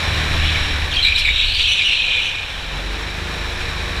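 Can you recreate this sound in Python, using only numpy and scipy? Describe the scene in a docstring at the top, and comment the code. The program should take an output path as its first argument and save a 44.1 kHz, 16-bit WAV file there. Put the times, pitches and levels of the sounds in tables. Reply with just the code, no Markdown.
"""An indoor kart hall, from the driver's helmet: a four-stroke kart lifts off for a bend and pulls away.
The exhaust thuds and the metal clatters once a cycle, over a humming frame and a whining drive.
In the bend the tyres scrub and break into rough stick-slip squeals that ring in the hall.
Other karts drone behind it all, and air buffets the microphone."""
import sys
import numpy as np
from scipy import signal
from scipy.fft import rfft, irfft
from scipy.io import wavfile
from scipy.ndimage import map_coordinates

SR = 44100
rng = np.random.default_rng(int(sys.argv[2]) if len(sys.argv) > 2 else 0)


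def to_wav(sig):
    """Store sig (one row per channel, or 1-D mono) as 16-bit WAV at the path in sys.argv[1].

    Samples outside -1..1 are clipped; the rate is SR.
    """
    pcm = np.clip(np.atleast_2d(sig), -1, 1) * 32767
    pcm = np.round(pcm).astype(np.int16)
    wavfile.write(sys.argv[1], SR, pcm.T)  # frames by channels


N = 176400
TIME_S = np.arange(N) / SR

# Gusts of air on the microphone: time_s, level_db
WIND_LEVEL = [(0, -35), (.45, -22), (.8, -29.5), (1.15, -25), (1.55, -25), (1.68, -27), (1.8, -34.5),
              (2.4, -32.5), (3, -38), (4, -31)]
# Their low rumble: frequency_hz, gain_db
WIND_EQ = [(8, -7.5), (22, 3.5), (45, -2.5), (60, -3.5), (95, -6), (140, -37.5), (400, -36), (2000, -52.5)]
# Bed of tyres and motors in the hall: time_s, level_db
ROAR_LEVEL = [(0, -24.5), (.45, -28), (.95, -30), (1.08, -36), (1.7, -37), (2.4, -34), (2.85, -31.5),
              (4, -29.5)]
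# Its broad colour: frequency_hz, gain_db
ROAR_EQ = [(40, -8.5), (130, 4.5), (250, -3), (500, -1), (1000, 0), (1500, -1.5), (2500, -1.5), (5000, -12),
           (15000, -33)]
# A far kart's drone: time_s, pitch_hz, level_db
FAR_KART = [(1.9, 495, -78), (2.1, 505, -47.5), (2.4, 515, -50), (2.85, 544, -42.5), (3.1, 545, -68)]

# Thin hiss of sliding rubber: frequency_hz, gain_db
HISS_EQ = [(2000, -36), (4700, -10), (5400, 6.5), (6300, -12), (9000, -10), (15000, -25)]
# Sideways scrub of the tyres: time_s, level_db
SCRUB_LEVEL = [(0, -35), (.38, -30), (.46, -21.5), (.58, -27), (.72, -31), (.9, -35), (.95, -23),
               (1.01, -23), (1.07, -21), (1.14, -28), (1.19, -21), (1.235, -23), (1.28, -30), (1.33, -21.5),
               (1.41, -18), (1.53, -23), (1.6, -15.5), (1.9, -20), (2.15, -20.5), (2.3, -25.5),
               (2.45, -30.5), (2.7, -35), (4, -58)]
# Its bright colour: frequency_hz, gain_db
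SCRUB_EQ = [(500, -36.5), (1500, -20), (2050, -12.5), (2400, 2), (3100, 2.5), (3900, 0), (4350, -11),
            (4900, -23), (5600, -11), (6400, -19.5), (7900, -18), (8700, -35), (9400, -24.5), (12000, -39),
            (15500, -60)]
# Squeals of single tyres:
# start_s, hold_s, first_pitch_hz, last_pitch_hz, level_db, relative_overtone_db, pitch_jitter_share
SQUEAL_CUES = [(0.543, 0.03, 2330, 2204, -24.5, -34, 0.024), (0.914, .018, 3440, 3070, -24.5, -19, 0.058),
               (0.938, 0.019, 4350, 4460, -30.5, -20, 0.036), (0.966, 0.029, 3250, 3150, -19, -30, 0.021),
               (1.022, 0.0583, 4080, 3945, -16.5, -28, 0.034),
               (1.047, 0.083, 2375, 2409, -17.5, -24, 0.036), (1.15, 0.024, 3910, 3785, -18.5, -26, .04),
               (1.162, 0.055, 2423, 2384, -24.5, -16.5, 0.028), (1.183, 0.043, 3970, 4070, -24, -30, 0.045),
               (1.246, 0.049, 3970, 3570, -21.5, -22, 0.044),
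               (1.247, 0.0575, 2370, 2265, -17.5, -24, 0.045), (1.294, 0.04, 3750, 3750, -23, -28, 0.019),
               (1.352, 0.076, 3787, 3760, -20.5, -30, 0.0272), (1.43, .09, 3954, 4180, -24, -25, 0.058),
               (1.532, .11, 4400, 4200, -26.5, -21, 0.073), (1.677, 0.062, 3000, 2927, -19, -15, 0.035),
               (1.786, 0.041, 2610, 2390, -19, -21, 0.05), (1.843, 0.092, 2880, 2700, -16.5, -21, 0.065),
               (1.9, 0.1, 4000, 4100, -30, -37, .05), (1.99, 0.053, 2560, 2480, -19.5, -34, 0.026),
               (2.072, 0.13, 2472, 2405, -20, -33, 0.022), (2.217, 0.071, 3020, 2960, -25, -16, 0.065),
               (2.25, .15, 2454, 2430, -28.5, -30, .03)]

# Engine speed: time_s, firing_rate_hz
ENGINE_SPEED = [(0.0, 38.7), (0.13, 38.1), (0.47, 38.7), (0.73, 36.8), (1.24, 30.0), (1.41, 29.0),
                (1.7, 25.1), (1.83, 22.5), (2.23, 20.5), (2.42, 20.5), (2.7, 21.7), (3.01, 25.1),
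                (3.3, 25.9), (4.0, 26.2)]
# Faders of the engine's layers: time_s, exhaust_db, hum_db, clatter_db
ENGINE_MIX = [(0, -29, -28, -23.5), (.25, -27.5, -24.5, -24), (.6, -29.5, -24, -23),
              (.95, -32.5, -29.5, -28), (1.1, -39, -33.5, -28.5), (1.7, -43, -39, -35.5),
              (2.5, -42, -37.5, -32.5), (2.8, -36, -24.5, -31), (3.3, -33.5, -26.5, -30),
              (3.8, -34, -25, -28), (4, -37, -24, -28.5)]
# Whine of the drive at speed: time_s, pitch_hz, level_db
DRIVE_WHINE = [(0, 1068, -42), (.42, 1080, -41), (.6, 1060, -54), (2.5, 900, -75), (3.5, 1050, -51),
               (3.75, 1082, -42), (4, 1128, -42)]
# Partials of engine and frame: firing_rate_multiple, running_fast_db, pulling_away_db
HUM_PARTIALS = [(2, 4, 4), (2.59, -3.5, -17), (3.01, -9, -5), (4, -11, -12.5), (5, -19, -35), (6, -15, -14),
                (7.06, -20, -12), (8, -19, -23), (9.01, -19, -29), (10, -32, -17.5), (12, -28, -19),
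                (12.97, -40, -22), (13.88, -35, -14.5), (16.02, -38, -36), (17.79, -42, -13),
                (19.84, -33, -31), (22.86, -35, -17)]
# Ring of the engine's metal: frequency_hz, gain_db
CLATTER_EQ = [(100, -23), (700, -15.5), (1300, -7), (1750, 4), (2080, -3), (2390, 6), (2800, -7.5),
              (3400, -3.5), (3950, 4), (4350, -11), (5050, -18.5), (5500, -4.5), (6100, -24.5), (7900, -20),
              (8700, -36), (9700, -22.5), (12000, -41), (15500, -50)]
# Body of the exhaust thud: frequency_hz, gain_db
EXHAUST_EQ = [(20, -20.5), (45, 5), (85, 4), (120, -18.5), (155, -5), (210, -19.5), (320, -14), (560, -31),
              (900, -29), (2000, -26), (6000, -73)]


def amp(db):
    """Decibels to gain."""
    return 10 ** (np.asarray(db) / 20)


def unit(x):
    """Scale to rms 1."""
    return x / np.sqrt(np.mean(x ** 2))


def curve(rows):
    """Each column of a time table as an automation lane of straight lines."""
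    times, *columns = np.array(rows, float).T
    return np.squeeze([np.interp(TIME_S, times, column) for column in columns])


def colour(x, eq):
    """Minimum-phase EQ through (frequency_hz, gain_db) points, scaled to rms 1."""
    hz, db = np.array(eq, float).T
    gain_db = np.interp(np.log(np.fft.rfftfreq(N, 1 / SR) + 1), np.log(hz), db)
    cepstrum = irfft(np.log(amp(gain_db)), N)
    cepstrum[1:N // 2] *= 2
    cepstrum[N // 2 + 1:] = 0
    return unit(irfft(rfft(x) * np.exp(rfft(cepstrum)), N))


def noise():
    """White noise."""
    return rng.standard_normal(N)


def wander(rate_hz):
    """Smooth random modulation with about rate_hz new values a second, at rms 1."""
    return unit(map_coordinates(noise(), [TIME_S * rate_hz], order=2, mode="wrap"))


def wavering_tone(rows, jitter, flutter_db):
    """A sine that follows (time_s, pitch_hz, level_db) rows, unsteady in pitch and level."""
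    hz, db = curve(rows)
    shaky_hz = hz * (1 + jitter * wander(120))
    tone = np.sin(2 * np.pi * np.cumsum(shaky_hz) / SR)
    return amp(db) * unit(tone * amp(flutter_db * wander(40)))


def hall(x, t60_s=0.7, wet_db=-11):
    """Add the diffuse ring of floor, barriers and roof."""
    tail = noise() * np.exp(-np.log(1000) * TIME_S / t60_s)
    return x + amp(wet_db) * signal.fftconvolve(x, tail / np.linalg.norm(tail))[:N]


def wind():
    """Air buffets the microphone with a low rumble."""
    return amp(curve(WIND_LEVEL)) * colour(noise(), WIND_EQ)


def other_karts():
    """One kart's drone stands out of the blended roar of the rest."""
    drone = wavering_tone(FAR_KART, jitter=0.018, flutter_db=4.5)
    roar_db = curve(ROAR_LEVEL) + 0.87 * wander(25.2)
    return drone + amp(roar_db) * colour(noise(), ROAR_EQ)


def tyre_hiss(peak_s=1.192, width_s=0.014, level_db=-30):
    """Rubber slides for a moment without finding a pitch."""
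    swell = np.exp(-0.5 * ((TIME_S - peak_s) / width_s) ** 2)
    return amp(level_db) * swell * colour(noise(), HISS_EQ)


def tyre_scrub(chirps_per_s=1600, chirp_s=0.016, low_hz=2100, high_hz=4500, scatter_db=2.5, rasp_db=-5):
    """Patches of tread stick and slip in countless short, gliding chirps over a rasp."""
    chirps = np.zeros(2 * N)
    t = np.arange(int(5 * chirp_s * SR)) / SR
    envelope = t * np.exp(-4 * t / chirp_s)
    count = int(chirps_per_s * N / SR)
    rasp = unit(noise() * amp(2.0 * wander(300)))
    for place, pitch, size, glide in zip(rng.random(N)[:count], rng.random(N), noise(), noise()):
        first_hz = low_hz + pitch * (high_hz - low_hz)
        hz = first_hz * (1 + 0.016 * glide * t / chirp_s)
        phase = 2 * np.pi * np.cumsum(hz) / SR
        start = int(place * N)
        chirps[start:start + len(t)] += amp(scatter_db * size) * envelope * np.sin(phase)
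    texture = colour(chirps[:N], SCRUB_EQ) + amp(rasp_db) * colour(rasp, SCRUB_EQ)
    return amp(curve(SCRUB_LEVEL)) * unit(texture)


def tyre_squeals(slide_from_s=1.29, snap_s=0.002, swell_s=0.0085, release_s=0.016,
                 bite_db=4, bite_s=0.012, flutter_db=3, overtone_step_db=-10.5):
    """A whole tyre locks into one stick-slip tone, with shaky pitch, fluttering level and overtones."""
    out = np.zeros(N)
    for start_s, hold_s, first_hz, last_hz, level_db, overtone_db, jitter in SQUEAL_CUES:
        age_s = TIME_S - start_s
        hz = np.interp(age_s, [0, hold_s], [first_hz, last_hz]) * (1 + jitter * wander(900))
        if start_s < slide_from_s:  # before the slide, squeals snap on with a bite
            attack = np.clip(age_s / snap_s, 0, 1) * amp(bite_db * np.exp(-np.abs(age_s) / bite_s))
        else:
            attack = np.clip(age_s / swell_s, 0, 1)
        envelope = attack * np.exp(-np.maximum(age_s - hold_s, 0) / release_s)
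        flutter = unit(amp(flutter_db * wander(350)))
        on = envelope > 1e-3
        phase = 2 * np.pi * np.cumsum(hz[on]) / SR
        overtones = sum(amp(overtone_db + k * overtone_step_db) * np.sin((k + 2) * phase)
                        for k in range(3))
        out[on] += amp(level_db) * np.sqrt(2) * (envelope * flutter)[on] * (np.sin(phase) + overtones)
    return out


def frame_hum(cycles, crossfade_s=(1, 3)):
    """Engine and frame vibrate at multiples of the firing rate; the mix shifts for pulling away."""
    pulling = np.interp(TIME_S, crossfade_s, [0, 1])
    waver_db = 3 - pulling
    hum = np.zeros(N)
    for multiple, fast_db, pulling_db in HUM_PARTIALS:
        db = fast_db + (pulling_db - fast_db) * pulling + waver_db * wander(12)
        hum += amp(db) * np.sin(2 * np.pi * (multiple * cycles + rng.random()))
    return unit(hum)


def metal_clatter(cycles, decay_cycles=0.41, steady_floor=3.3):
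    """The engine's metal rattles steadily, with a decaying blow on top once a cycle."""
    blows = np.exp(-(cycles % 1) / decay_cycles) * amp(5 * wander(46))
    rattle = noise() * (steady_floor + blows) * amp(0.86 * wander(400))
    return colour(rattle, CLATTER_EQ)


def exhaust_thuds(cycles, scatter_db=3):
    """Each firing sends one pulse of uneven strength through the exhaust."""
    firings = np.flatnonzero(np.diff(np.floor(cycles)))
    pulses = np.zeros(N)
    pulses[firings] = amp(scatter_db * noise()[:len(firings)])
    return colour(pulses, EXHAUST_EQ)


def engine():
    """Thuds, clatter and hum lock to one firing rate; the drive whines on a pitch of its own."""
    firing_hz = curve(ENGINE_SPEED) * (1 + 0.00317 * wander(20))
    cycles = np.cumsum(firing_hz) / SR
    exhaust_db, hum_db, clatter_db = curve(ENGINE_MIX)
    exhaust = amp(exhaust_db) * exhaust_thuds(cycles)
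    clatter = amp(clatter_db) * metal_clatter(cycles)
    whine = wavering_tone(DRIVE_WHINE, jitter=0.026, flutter_db=1.8)
    hum = amp(hum_db) * frame_hum(cycles)
    return exhaust + clatter + whine + hum


def scene():
    """Air, engine, other karts and tyres in mono; only the kart's own tyres feed the reverb."""
    mix = wind() + engine() + other_karts()
    tyres = tyre_scrub() + tyre_squeals() + tyre_hiss()
    return (mix + hall(tyres))[None]


def record(dry):
    """Soft-clip the highest peaks and cut the top of the treble."""
    rounded = dry / (1 + dry ** 4) ** 0.25
    cutoff_hz = 15350
    lowpass = signal.ellip(10, 0.2, 80, cutoff_hz, fs=SR, output="sos")
    return signal.sosfilt(lowpass, rounded)


dry = scene()
out = record(dry)
to_wav(out)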